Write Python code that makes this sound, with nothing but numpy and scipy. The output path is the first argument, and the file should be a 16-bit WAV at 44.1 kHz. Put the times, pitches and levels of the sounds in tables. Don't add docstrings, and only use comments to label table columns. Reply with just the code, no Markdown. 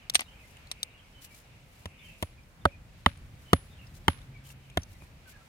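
import sys
import numpy as np
from scipy import signal
from scipy.fft import rfft, irfft
from scipy.io import wavfile
from scipy.ndimage import uniform_filter1d

SR = 44100
rng = np.random.default_rng(int(sys.argv[2]) if len(sys.argv) > 2 else 0)


def store_wav(level_fs):
    pcm = np.round(np.clip(np.atleast_2d(level_fs), -1, 1) * 32767)
    wavfile.write(sys.argv[1], SR, pcm.T.astype(np.int16))


N = 242054
T = np.arange(N) / SR
PORT_LAG_MS, KNOCK_LAG_MS, LONG_WAVE_LAG_MS = .45, .24, .2


def undb(db):
    return 10 ** (np.asarray(db) / 20)


def level(x, db):
    return x * undb(db) / np.sqrt(np.mean(x ** 2))


def peak(x, db):
    return x * undb(db) / np.abs(x).max()


def band(x, lo_hz, hi_hz):
    sos = signal.butter(2, [lo_hz, min(hi_hz, .45 * SR)], "bandpass", fs=SR, output="sos")
    return signal.sosfilt(sos, x)


def cut(x, order, hz, kind):
    return signal.sosfilt(signal.butter(order, hz, kind, fs=SR, output="sos"), x)


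def coloured(points):
    hz, db = np.transpose(points)
    f = np.maximum(np.arange(N // 2 + 1) * SR / N, 1)
    return irfft(rfft(rng.standard_normal(N)) * undb(np.interp(np.log(f), np.log(hz), db)), N)


def walk(rate, size=N):
    hold = int(SR / rate)
    steps = np.repeat(rng.standard_normal(size // hold + 1), hold)
    return uniform_filter1d(uniform_filter1d(steps, hold), hold)[:size]


def ring(push, modes):
    t, out = T[:len(push)], 0
    for k, (hz, db, t60) in enumerate(modes):
        mode = signal.fftconvolve(push, np.sin(2 * np.pi * hz * t) * 1000 ** (-t / t60))[:len(push)]
        out = out + (-1) ** k * level(mode, db)
    return out


def add(out, s, left, right, pan_db, lag_ms=PORT_LAG_MS):
    for ch, (x, at, db) in enumerate([(left, s, pan_db / 2), (right, s + lag_ms / 1000, -pan_db / 2)]):
        i = int(at * SR)
        n = max(min(len(x), N - i), 0)
        out[ch, i:i + n] += undb(db) * x[:n]


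def crush(t, ms):
    fade = np.exp(-t / (ms / 1000) - (t / (1.5 * ms / 1000)) ** 4)
    jolts = rng.standard_normal(len(t)) * fade * (1 - np.exp(-(t / .0006) ** 2))
    jolts[int(.0007 * SR)] = 5.
    return jolts


def rumble():
    # time in seconds, level in dB.
    swells = [(0.0, -54.5), (2.0, -55), (2.75, -50.5), (3.24, -49), (3.639, -52), (4.16, -47), (4.43, -52),
              (4.851, -51), (5.49, -54.5)]
    # frequency in Hz, spectral level in dB.
    colour = [(15, -49.5), (25, 2.5), (102, -3), (134, -4.5), (162, -8.5), (365, -24.5), (400, -29),
              (520, -50.5), (880, -120)]
    s, db = np.transpose(swells)
    mid, side = (level(coloured(colour), 0) for _ in range(2))
    width = undb(-14.5) * side * np.array([[1], [-1]])
    return (mid * undb(2.4 * walk(15)) + width) * undb(np.interp(T, s, db))


def drone():
    # time in seconds, pitch in Hz, level in dB.
    glide = [(3.1, 97, -80.5), (3.43, 106.8, -54), (3.6, 149, -55), (4.0, 143.3, -84), (4.15, 136, -50.5),
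             (4.75, 131, -53.5), (4.85, 96.5, -51.5), (5.1, 97.6, -70), (5.2, 99, -81)]
    s, hz, db = np.transpose(glide)
    phase = 2 * np.pi * np.cumsum(np.interp(T, s, hz) * (1 + .016 * walk(14))) / SR
    return undb(np.interp(T, s, db) + 2 * walk(4)) * (np.sin(phase) + .043 * np.sin(2 * phase))


def air():
    # frequency in Hz, spectral level in dB.
    colour = [(120, -33.5), (200, -3.5), (317, -10.5), (513, -6), (1090, -13.5), (1900, -13.5),
              (2290, -12.5), (3190, -17), (7000, -25.5), (14500, -27.5), (15600, -26), (16500, -43.5)]
    lows = cut(coloured(colour), 1, 600, "lowpass")
    highs = np.array([cut(coloured(colour), 1, 500, "highpass") for _ in range(2)])
    patchy = sum(band(highs, hz, 2 * hz) * (-1) ** k * undb(1.5 * walk(15))
                 for k, hz in enumerate(500 * 2 ** np.arange(5)))
    return level(lows + patchy, -60.5) * undb(1.2 * walk(3))


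def birds():
    # start in seconds, length in seconds, opening pitch in Hz, level at the bird in dB.
    notes = [(.01, .05, 3000, -61), (.24, .025, 4050, -62), (.255, .07, 3000, -57), (.31, .07, 3200, -60),
             (.33, .06, 2500, -59), (.39, .03, 2620, -60), (.43, .035, 2180, -60), (.635, .045, 2420, -58),
             (.9, .02, 3950, -61), (.925, .06, 2900, -59), (.97, .06, 3220, -62), (1.13, .09, 3140, -57),
             (1.22, .06, 3030, -58), (1.3, .05, 2420, -58), (1.985, .03, 3720, -60),
             (2.035, .045, 3200, -53), (2.065, .065, 2760, -55), (2.37, .025, 2470, -58),
             (2.61, .02, 3700, -61), (2.665, .035, 2490, -53), (2.705, .045, 2590, -55),
             (3.45, .08, 3100, -57), (3.705, .035, 3720, -61), (3.745, .05, 3190, -62),
             (3.78, .07, 2820, -55), (4.335, .045, 2460, -57), (4.445, .04, 3140, -59),
             (4.62, .04, 3120, -64), (4.695, .025, 2520, -60), (4.945, .035, 2100, -61),
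             (5.0, .035, 2430, -59), (5.255, .04, 1580, -60), (5.32, .07, 1730, -60),
             (5.385, .045, 1430, -62)]
    # time in seconds, gain in dB.
    chatter = [(0.0, -53), (0.25, -56.5), (0.73, -53), (1.21, -59), (1.6, -60), (2.12, -50.5),
               (2.43, -69.5), (4.35, -76.5), (4.6, -60), (5.49, -70)]
    sag = .075
    whistles = np.zeros(N)
    waver, flutter = walk(200), walk(120)
    for s, length, first_hz, db in notes:
        i, t = int(s * SR), T[:int(length * SR)]
        span = slice(i, i + len(t))
        hz = first_hz * (1 - sag * t / length) * (1 + .035 * waver[span])
        swell = np.sqrt(np.sin(np.pi * t / length)) * undb(db + 5 * flutter[span])
        whistles[span] += swell * np.sqrt(2) * np.sin(2 * np.pi * np.cumsum(hz) / SR)
    t = T[:int(.3 * SR)]
    echoes = rng.standard_normal((2, len(t))) * 1000 ** (-t / .22) * undb(-33.5)
    echoes[:, 0] = .4, .62
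    calls = np.array([signal.fftconvolve(whistles, e)[:N] for e in echoes])
    s, db = np.transpose(chatter)
    noise = rng.standard_normal((2, N))
    flock = np.array([level(band(band(x, 2100, 3000), 2100, 3000), -8.5) for x in noise])
    return calls + flock * undb(np.interp(T, s, db) + 4 * walk(14))


def rustles():
    # centre in seconds, half-length in seconds, level at the crest in dB.
    slides = [(0.184, 0.074, -55), (0.486, .18, -66), (1.243, 0.043, -49.5), (1.36, 0.096, -58),
              (1.775, 0.13, -65), (2.079, 0.14, -63), (2.219, 0.066, -59.5), (2.993, 0.044, -70.5),
              (3.432, 0.082, -66.5), (3.962, .037, -57), (4.489, 0.075, -55), (4.922, .08, -64),
              (5.022, 0.076, -64.5), (5.303, 0.043, -55)]
    out = np.zeros((2, N))
    for s, half, db in slides:
        t = T[:int(2 * half * SR)]
        grains = rng.standard_normal((2, len(t))) * undb(1.06 * rng.exponential(size=len(t)))
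        grains *= undb(3.5 * walk(200, size=len(t)))
        hiss = level(band(grains, 2000, 14000), db) * np.sin(np.pi * t / t[-1]) ** 2
        add(out, max(s - half, 0), *hiss, pan_db=2.)
    return out


def chips():
    # landing time in seconds, level in dB, pitch in Hz.
    landings = [(0.5683, -43, 2846), (0.6705, -46, 4200), (3.1728, -50, 9130), (3.8688, -47, 5460),
                (4.0992, -38, 3450), (4.2153, -48.5, 3630), (4.5015, -42, 2976), (4.6991, -42, 3156),
                (4.8183, -44.5, 5890), (4.8311, -37, 6200)]
    crumbs_per_s = 14
    out, t = np.zeros((2, N)), T[:int(.03 * SR)]
    chance = rng.random((int(crumbs_per_s * N / SR), 3))
    crumbs = [(when * N / SR, -66 + 10 * loud, 2000 * 3 ** high) for when, loud, high in chance]
    for s, db, hz in landings + crumbs:
        force = crush(t, ms=6.1)
        ping = peak(ring(force, [(hz, 0, .008)]), 0)
        edge = peak(band(force, 2800, 8700), -1.6)
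        tick = peak(ping + edge, db)
        add(out, s, tick, tick, pan_db=2.5)
    return out


def clicks():
    # start in seconds, level in dB, then high ring and sand scrape in dB against the main ring.
    contacts = [(0.0978, -14, -19, -10.5), (0.1377, -29.5, 4, -1), (0.1458, -13.5, 7, -4),
                (0.153, -2.5, -6, 0), (0.193, -23.5, -28, 8.5), (0.216, -33.5, -22, 12.5),
                (0.2063, -22, 13, 5.5), (0.7141, -18.5, -9.5, -2), (0.8298, -13.5, -18, -14.5)]
    # pitch in Hz, level in dB, t60 in seconds.
    main_modes = [(3350, 5, 0.0037), (3895, 8, 0.003), (4820, -7, 0.018), (5630, 1.5, 0.0066),
                  (6760, -9, 0.0094)]
    high_modes = [(8720, 0, .025), (9740, -8, .01), (11300, -14, .006), (13500, -16, .005)]
    body_modes = [(300, -12.5, .012), (686, -5.5, 0.012), (1282, -6.5, 0.015), (1940, -0.5, 0.011),
                  (2378, 2.5, 0.0066)]
    out, t = np.zeros((2, N)), T[:int(.08 * SR)]
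    for s, db, high_db, scrape_db in contacts:
        force = crush(t, ms=3.93)
        rings = peak(ring(force, main_modes), 0) + peak(ring(force, high_modes), high_db)
        body = peak(ring(force, body_modes), db + scrape_db - 8.5)
        edge = band(force, 4500, 12670)
        drag = np.exp(-t / (.005 * undb(.39 * scrape_db)))
        ports = []
        for edge_db in (2, -42):
            sand = peak(band(rng.standard_normal(len(t)), 1800, 5000) * drag, scrape_db)
            ports.append(peak(rings + sand + peak(edge, edge_db), db))
        add(out, s, *ports, pan_db=4.5)
        add(out, s, body, body, pan_db=1.5, lag_ms=LONG_WAVE_LAG_MS)
    return out


def ground(t, blow_db):
    # pitch in Hz, level in dB, t60 in seconds.
    thump_modes = [(83.8, -3.5, 0.056), (105, -33.5, .07)]
    soil_modes = [(168, 3.5, 0.028), (254.6, 3, 0.0438), (330.6, -5, 0.015)]
    shove = np.exp(-((t - .002) / .00035) ** 2)
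    rebound = .45 * np.exp(-((t - .013) / .00035) ** 2)
    thump = peak(ring(shove + rebound, thump_modes), -17 + .61 * blow_db)
    return thump + peak(ring(shove, soil_modes), blow_db - 14.5)


def grit(t, db):
    grains = rng.standard_normal(len(t))
    grains *= undb(4 * rng.exponential(size=len(t)) + 6 * walk(300, size=len(t)))
    landing = .28 * np.exp(-((t - .035) / .0091) ** 2)
    coarse = level(band(grains, 900, 3600), db) * (np.exp(-t / .045) + landing)
    spray = level(band(grains, 2700, 12000), db - 10) * np.exp(-t / .024)
    return coarse + spray


def rock(force, db, knock_hz, hardness):
    # pitch in Hz, level in dB, t60 in seconds.
    modes = [(561, -17.5, 0.076), (622, -4, 0.0073), (765, -2.5, 0.0086), (980, -8, 0.0046),
             (1322, -3.5, 0.0049), (1500, -9.5, 0.002), (2186, -10.5, 0.011), (2194, -15.5, 0.013),
             (3240, -12.5, 0.0055)]
    split_hz = 1500
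    struck = [(hz, mode_db + hardness * np.log2(hz / 1000), t60) for hz, mode_db, t60 in modes]
    deep = ring(force, [m for m in struck if m[0] < split_hz] + [(knock_hz, 1.5, .008)])
    sharp = ring(force, [m for m in struck if m[0] >= split_hz])
    gain = undb(db) / np.abs(deep + sharp).max()
    return gain * deep, gain * sharp


def hammer_blows():
    # start in seconds, level in dB, crush time in ms, knock pitch in Hz, hardness in dB per
    # octave, crack and grit in dB against the blow, level of the steel ring in dB.
    strikes = [(1.856, -26, 5.7, 630, 6.5, -5.5, -61, -68.5), (2.225, -17.5, 7, 578, 4, -3, -40.5, -56.5),
               (2.653, -6, 5.1, 1305, -4, -16, -51.5, -66.5), (3.061, -4.5, 3.5, 1258, 2, -17.5, -40, -55),
               (3.5309, 0.5, 5.23, 682, 2.2, -12, -48.5, -43),
               (4.081, -4.5, 3.7, 1186, 3, -9.5, -36, -44.5), (4.772, -10.5, 5, 631.5, 5, -8, -43.5, -57),
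               (5.021, -40, 3, 621, -3.7, -14, -32, -72)]
    steel_hz, steel_t60_s = 10642, .29
    out, t = np.zeros((2, N)), T[:int(.5 * SR)]
    for s, db, crush_ms, knock_hz, hardness, crack_db, grit_db, steel_db in strikes:
        force = crush(t, crush_ms)
        deep, sharp = rock(force, db, knock_hz, hardness)
        add(out, s, deep, deep, pan_db=-1.5, lag_ms=KNOCK_LAG_MS)
        add(out, s, sharp, sharp, pan_db=1.5)
        lows = ground(t, db)
        add(out, s, lows, lows, pan_db=-1.5, lag_ms=LONG_WAVE_LAG_MS)
        steel = undb(steel_db) * np.sin(2 * np.pi * steel_hz * t) * 1000 ** (-t / steel_t60_s)
        add(out, s, steel, steel, pan_db=0, lag_ms=0)
        ports = []
        for _ in range(2):
            crack = band(force + .4 * crush(t, crush_ms), 2500, 13000) * np.exp(-t / .012)
            ports.append(peak(crack, db + crack_db) + grit(t, db + grit_db))
        add(out, s, *ports, pan_db=2.5)
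    return out


def scene():
    return hammer_blows() + clicks() + chips() + rustles() + birds() + rumble() + drone() + air()


def record(dry):
    thin = cut(dry, 2, 45, "highpass")
    flattened = thin / (1 + thin ** 4) ** .25
    return signal.sosfilt(signal.ellip(10, .2, 80, 16400, fs=SR, output="sos"), flattened)


dry = scene()
out = record(dry)
store_wav(out)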